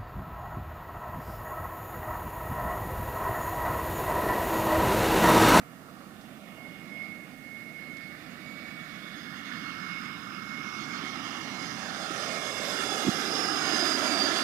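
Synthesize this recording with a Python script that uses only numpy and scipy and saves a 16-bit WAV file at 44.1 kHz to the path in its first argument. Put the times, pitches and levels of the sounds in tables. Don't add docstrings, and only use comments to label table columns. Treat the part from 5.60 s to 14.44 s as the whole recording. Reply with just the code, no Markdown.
import sys
import numpy as np
from scipy import signal
from scipy.fft import rfft, irfft, next_fast_len
from scipy.io import wavfile
from scipy.ndimage import uniform_filter1d

SR = 44100
rng = np.random.default_rng(int(sys.argv[2]) if len(sys.argv) > 2 else 0)


def materialize(psi):
    bounded = np.clip(np.atleast_2d(psi).T, -1, 1)
    quanta = np.round(bounded * 32767).astype(np.int16)
    wavfile.write(sys.argv[1], SR, quanta)


N = 389753
TIME = np.arange(N) / SR
SPEED_M_PER_S, CLOSEST_M, PASS_S, SOUND_M_PER_S = 52.14, 46, 8.27, 343

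# f/Hz, level/dB
LEFT_LEVEL = [(60, -14), (92, -13), (140, -10.5), (210, -11.5), (330, -10.5), (500, -11.5), (760, -9.5),
              (1170, -7.5), (1780, -28.5), (2730, -13.5), (4170, -15), (6370, -15), (9730, -12.5),
              (14900, -26)]
# f/Hz, likeness (1 = the same)
LIKENESS = [(60, .99), (300, 0.98), (650, 0.95), (1200, 1), (1800, 0.8), (3000, 0.79), (7000, 0.9),
            (15000, .45)]
# f/Hz, phase/rad
LEFT_LEAD = [(60, 0.5), (400, 0), (800, 0.55), (1000, 0.1), (1200, -1.5), (1460, -2), (1890, 3), (2240, 0),
             (3010, -2.5), (3530, -2), (4820, -5), (5600, -8.5), (6550, -4.5), (12000, -5)]
# f/Hz, level/dB
BREEZE_SHAPE = [(15, -25), (45, -5.5), (90, -6), (190, 6), (320, -18), (450, -4), (750, -6.5), (950, -23),
                (2500, -49), (6000, -42)]
# t/s, level/dB, f/Hz, decay/s
WATER_DRIPS = [(0.61, -62, 4900, .03), (2.368, -50, 4800, .005)]
# t/s, level/dB, f/Hz
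CASE_BUMPS = [(5.441, -35, 280), (6.509, -29, 328), (7.451, -27, 295), (7.472, -21, 248),
              (7.483, -16.5, 310), (7.492, -16, 212)]
# f/Hz, width/Hz, level/dB from the horizon, level/dB from higher up
CASE_BANDS = [(258, 146, 6.5, 8.5), (400, 69, -3, 3), (643, 176, 8, 5), (781, 57, 6, 7.5),
              (939, 255.0, -4.5, -2.4), (1375, 310, -3, 0.3), (1617.0, 113, -9, -2.1),
              (1810, 170, 0.6, 1.0), (1947.0, 114, -1, -5.5), (2460, 240, 0, -4), (2832, 124, 8, 4.5),
              (3500, 520, 8, 6), (4306, 1130, 9.5, 4.5), (5076, 580, 13, 11), (5700, 330, 7, 2.5),
              (6535, 350, 4, 6.5), (7930, 387.0, 10, 2.5), (9400, 1500, 12, 5.5), (12000, 1200, 10, 3.5)]
# t/s, level/dB
FAN_WHINE = [(0.8, -68.5), (1.04, -48), (1.18, -54.5), (1.42, -39.5), (1.73, -57.5), (1.95, -45),
             (2.46, -46), (2.61, -58), (2.92, -48), (3.9, -51), (4.33, -42.5), (4.6, -51), (4.9, -50),
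             (5.02, -39), (5.13, -45), (6.03, -48), (6.55, -57), (6.74, -42), (7.2, -47.5), (7.7, -54)]
# t/s, spread/s, share of extra speed for the first fan, for the second fan
THROTTLE_NUDGES = [(3.03, .42, .028, .05), (7.4, 0.65, .021, .014)]
# multiple of its pitch, level/dB
FAN_OVERTONES = [(2, 0.75), (3, -2.4)]
# t/s, level/dB
FAN_OVERTONE_LEVEL = [(0, -86), (2.6, -77), (3.2, -70), (4, -64.5), (4.9, -78), (5.3, -56), (5.6, -67),
                      (6.5, -55), (7.2, -71), (8.84, -53)]
# t/s, level/dB
MAIN_WHISTLE = [(4.4, -88), (5.1, -60.5), (7.5, -53), (7.72, -41.5), (8.08, -37.5), (8.2, -31.5),
                (8.34, -32.5), (8.41, -45.5), (8.48, -33), (8.54, -37.5), (8.64, -29.5), (8.73, -44),
                (8.84, -34)]
# multiple of the whistle, loudest t/s, spread/s, level/dB
TURBINE_STAGES = [(.59, 3.6, 0.36, -61.5), (0.609, 7.28, 0.31, -45.5), (.872, 4.5, 0.52, -57.5),
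                  (.922, 5.4, .6, -58), (.914, 7.0, 0.21, -49.5), (.922, 7.79, 0.23, -42),
                  (.932, 8.15, 0.14, -43), (1.225, 8.15, 0.15, -48), (1.345, 7.1, 0.37, -55.5),
                  (1.722, 7.1, 0.51, -62.5), (2.095, 7.3, 0.35, -62)]
# f/Hz, level/dB
SIDE_ROAR = [(20.0, -39.0), (45.0, -39), (90.0, -10.5), (170.0, -3), (300.0, 1.46), (430.0, -0.5),
             (920.0, -1.64), (1300.0, 6), (2400.0, -1.0), (4200.0, -11), (6500.0, -7.5), (8000.0, -14),
             (12000.0, -20.5), (15500.0, -31.5)]
# f/Hz, level/dB
FORWARD_BOOST = [(90.0, 1.5), (170.0, 11), (300.0, 3.5), (600.0, 1), (1300.0, 8.6), (2400.0, 9.5),
                 (5000.0, 7.5), (10000.0, 8.5)]
# t/s, level/dB
ROAR_BODY = [(0.0, -3.5), (1.2, -2), (3.5, -3.5), (4.0, -8), (5.0, -4.7), (6.0, 1.2), (6.6, 7.5),
             (7.4, 8.5), (7.9, 0.3), (8.84, -2.5)]
# t/s, level/dB
ROAR_SWELL = [(0.0, 11), (0.73, 9), (1.3, 11.5), (1.85, 2.8), (2.43, 6), (3.73, 4), (3.94, 7), (4.13, 6),
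              (4.77, -1.3), (5.43, 0), (6.28, -6.5), (6.75, -7.5), (6.96, -11.5), (7.95, -5), (8.2, 0.1),
              (8.76, 6.5)]
# t/s, height/m
CAMERA_HEIGHT = [(0.0, 0.26), (1.0, 0.6), (2.0, 0.63), (3.0, 0.59), (3.9, 0.62), (4.4, 0.69), (5.0, 0.56),
                 (5.6, 0.61), (6.1, 0.5), (6.5, 0.65), (7.0, 0.597), (7.4, 0.6), (7.9, 0.456), (8.84, 0.58)]


def gain_of(db):
    return 10 ** (np.asarray(db) / 20)


def unit_level(x):
    return x / np.sqrt(np.mean(abs(x) ** 2) + 1e-20)


def at_pitch(table, hz):
    f, value = np.transpose(table)
    return np.interp(np.log(hz + 1), np.log(f + 1), value)


def at_time(table, t):
    return np.interp(t, *np.transpose(table))


def wander(rate_hz):
    t = TIME[::16]
    f = np.fft.fftfreq(next_fast_len(len(t)), 16 / SR)
    draws = rng.standard_normal((len(f), 2)) @ [1, 1j]
    drift = np.fft.ifft(draws * np.exp(-.5 * (f / rate_hz) ** 2))[:len(t)]
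    return np.interp(TIME, t, unit_level(drift))


def mic_gains(hz):
    left, lead = gain_of(at_pitch(LEFT_LEVEL, hz)), at_pitch(LEFT_LEAD, hz)
    centre = np.sqrt(1 + left ** 2 + 2 * left * at_pitch(LIKENESS, hz) * np.cos(lead)) / 2
    return np.array([left * np.exp(1j * lead), np.ones_like(left)]) / centre


def hiss(level_db=-59):
    return gain_of(level_db) * rng.standard_normal((2, N))


def breeze(level_db=-56):
    hz = np.fft.rfftfreq(N, 1 / SR)
    spectrum = rfft(rng.standard_normal(N)) * gain_of(at_pitch(BREEZE_SHAPE, hz))
    return gain_of(level_db) * unit_level(irfft(spectrum * mic_gains(hz), N))


def drips(band_ratio=1.3):
    out = np.zeros((2, N))
    for s, db, hz, decay in WATER_DRIPS:
        band = signal.butter(2, [hz / band_ratio, hz * band_ratio], "bandpass", fs=SR, output="sos")
        noise = unit_level(signal.sosfilt(band, rng.standard_normal(N)))
        fade = (TIME > s) * np.exp(-abs(TIME - s) / decay)
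        out += abs(mic_gains(np.array([hz]))) * gain_of(db) * noise * fade
    return out


def bumps(spread_s=0.0024):
    out = np.zeros((2, N))
    for s, db, hz in CASE_BUMPS:
        t = TIME - s
        knock = np.exp(-(t / spread_s) ** 2 / 2) * np.cos(2 * np.pi * hz * t)
        out += abs(mic_gains(np.array([hz]))) * gain_of(db) * knock
    return out


def flight(t):
    mach = SPEED_M_PER_S / SOUND_M_PER_S
    past_m = SPEED_M_PER_S * (t - PASS_S) + mach * CLOSEST_M
    distance = (np.sqrt(past_m ** 2 + (1 - mach ** 2) * CLOSEST_M ** 2) - mach * past_m) / (1 - mach ** 2)
    ahead = mach - past_m / distance
    return distance, ahead, 1 / (1 - mach * ahead)


def blade_tone(hz, db, rough, width_hz):
    note = np.exp(2j * np.pi * np.cumsum(hz) / SR)
    flicker = np.sqrt(1 - rough) + np.sqrt(rough) * wander(width_hz)
    mics = mic_gains(hz[::256]).repeat(256, 1)[:, :N]
    return np.sqrt(2) * (mics * gain_of(db) * note * flicker).real


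def fans(blade_hz=(1853, 1842), fan_db=-1.5, second_db=-11, haze_db=-11, creep_per_s=.0012):
    speed = 1 + creep_per_s * (TIME - TIME.mean())
    for s, spread, *shares in THROTTLE_NUDGES:
        speed = speed + np.outer(shares, np.exp(-((TIME - s) / spread) ** 2))
    _, _, doppler = flight(TIME)
    first_hz, second_hz = speed * doppler * np.array(blade_hz)[:, None]
    level_db = at_time(FAN_WHINE, TIME) + fan_db
    out = blade_tone(first_hz, level_db, rough=np.interp(TIME, [2.4, 4], [.02, .17]), width_hz=8.9)
    out += blade_tone(second_hz, level_db + second_db, rough=1, width_hz=15)
    out += blade_tone(first_hz, level_db + haze_db, rough=0.89, width_hz=100)
    overtone_db = at_time(FAN_OVERTONE_LEVEL, TIME)
    for multiple, db in FAN_OVERTONES:
        out += blade_tone(second_hz * multiple, overtone_db + db, rough=1, width_hz=9.6)
    return out


def turbines(blade_hz=4970, whistle_db=-2, scream_db=-7):
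    _, _, doppler = flight(TIME)
    hz, level_db = blade_hz * doppler, at_time(MAIN_WHISTLE, TIME)
    out = blade_tone(hz, level_db + whistle_db, rough=0.6, width_hz=18)
    out += blade_tone(hz, level_db + scream_db, rough=1, width_hz=250)
    for multiple, s, spread, db in TURBINE_STAGES:
        off_beam = (TIME - s) / spread
        beam_db = -20 * np.log10(1 + off_beam ** 4 / 2 + off_beam ** 2 / 2)
        out += blade_tone(hz * multiple, db + beam_db, rough=0.77, width_hz=48)
    return out


def case_colour_db(t, hz):
    horizon_db, above_db = sum(np.outer(db, 1 / (1 + (2 * (hz - f) / width) ** 4))
                               for f, width, *db in CASE_BANDS)
    return horizon_db + (above_db - horizon_db) * np.interp(t, [3.28, 5.0], [0, 1])


def sea_echo(t, hz, distance, strength=0.38, fade_hz=4250):
    lag_s = 2 * at_time(CAMERA_HEIGHT, t) * CLOSEST_M / distance / SOUND_M_PER_S
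    return abs(1 + strength * np.exp(-(hz / fade_hz) ** 2 - 2j * np.pi * hz * lag_s))


def eddies_db(t, hz, noise, patchy_db=2.07, flutter_db=0.77):
    patches = uniform_filter1d(noise, size=16, axis=0)
    patches = unit_level(uniform_filter1d(patches, size=14, axis=1))
    flutter = np.interp(t, TIME, unit_level(wander(rate_hz=11.7).real))
    twinkle_db = (patchy_db * patches + flutter_db * flutter) * hz / (hz + 900)
    return at_time(ROAR_SWELL, t) * hz / (hz + 290) + twinkle_db


def beam_db(hz, ahead, cone_db=11.5, cone_deg=35, width_deg=17.9, above_hz=3540):
    cone = np.exp(-((np.degrees(np.arccos(ahead)) - cone_deg) / width_deg) ** 2)
    return at_pitch(FORWARD_BOOST, hz) * ahead + cone_db * cone * hz ** 2 / (hz ** 2 + above_hz ** 2)


def roar(level_db=-51, body_hz=574, body_octaves=0.79, absorb_db_per_m=0.07):
    frame, hop = 1024, 256
    hz = np.fft.rfftfreq(frame, 1 / SR)
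    t = np.arange(N // hop + 5)[:, None] * hop / SR
    noise = rng.standard_normal((5, len(t), len(hz)))
    distance, ahead, _ = flight(t)
    body_db = at_time(ROAR_BODY, t) * np.exp(-(np.log2((hz + 1) / body_hz) / body_octaves) ** 2)
    source_db = level_db + at_pitch(SIDE_ROAR, hz) + beam_db(hz, ahead) + body_db
    absorbed_db = absorb_db_per_m * distance * (hz / 4000) ** .693
    colour_db = source_db - absorbed_db + eddies_db(t, hz, noise[4]) + case_colour_db(t, hz)
    gain = gain_of(colour_db) * sea_echo(t, hz, distance) * CLOSEST_M / distance
    alike = at_pitch(LIKENESS, hz)
    right = noise[0] + 1j * noise[1]
    left = alike * right + np.sqrt(1 - alike ** 2) * (noise[2] + 1j * noise[3])
    spectra = np.array([left, right]) * gain * mic_gains(hz)[:, None]
    _, wave = signal.istft(spectra.transpose(0, 2, 1), nperseg=frame, noverlap=frame - hop)
    return np.sqrt(1.5) * wave[:, :N]


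def scene():
    return roar() + fans() + turbines() + bumps() + drips() + breeze() + hiss()


def record(dry):
    lowpass = signal.firwin(2047, cutoff=15480, window=("kaiser", 9), fs=SR)
    return signal.oaconvolve(dry, lowpass[None], "same")


dry = scene()
out = record(dry)
materialize(out)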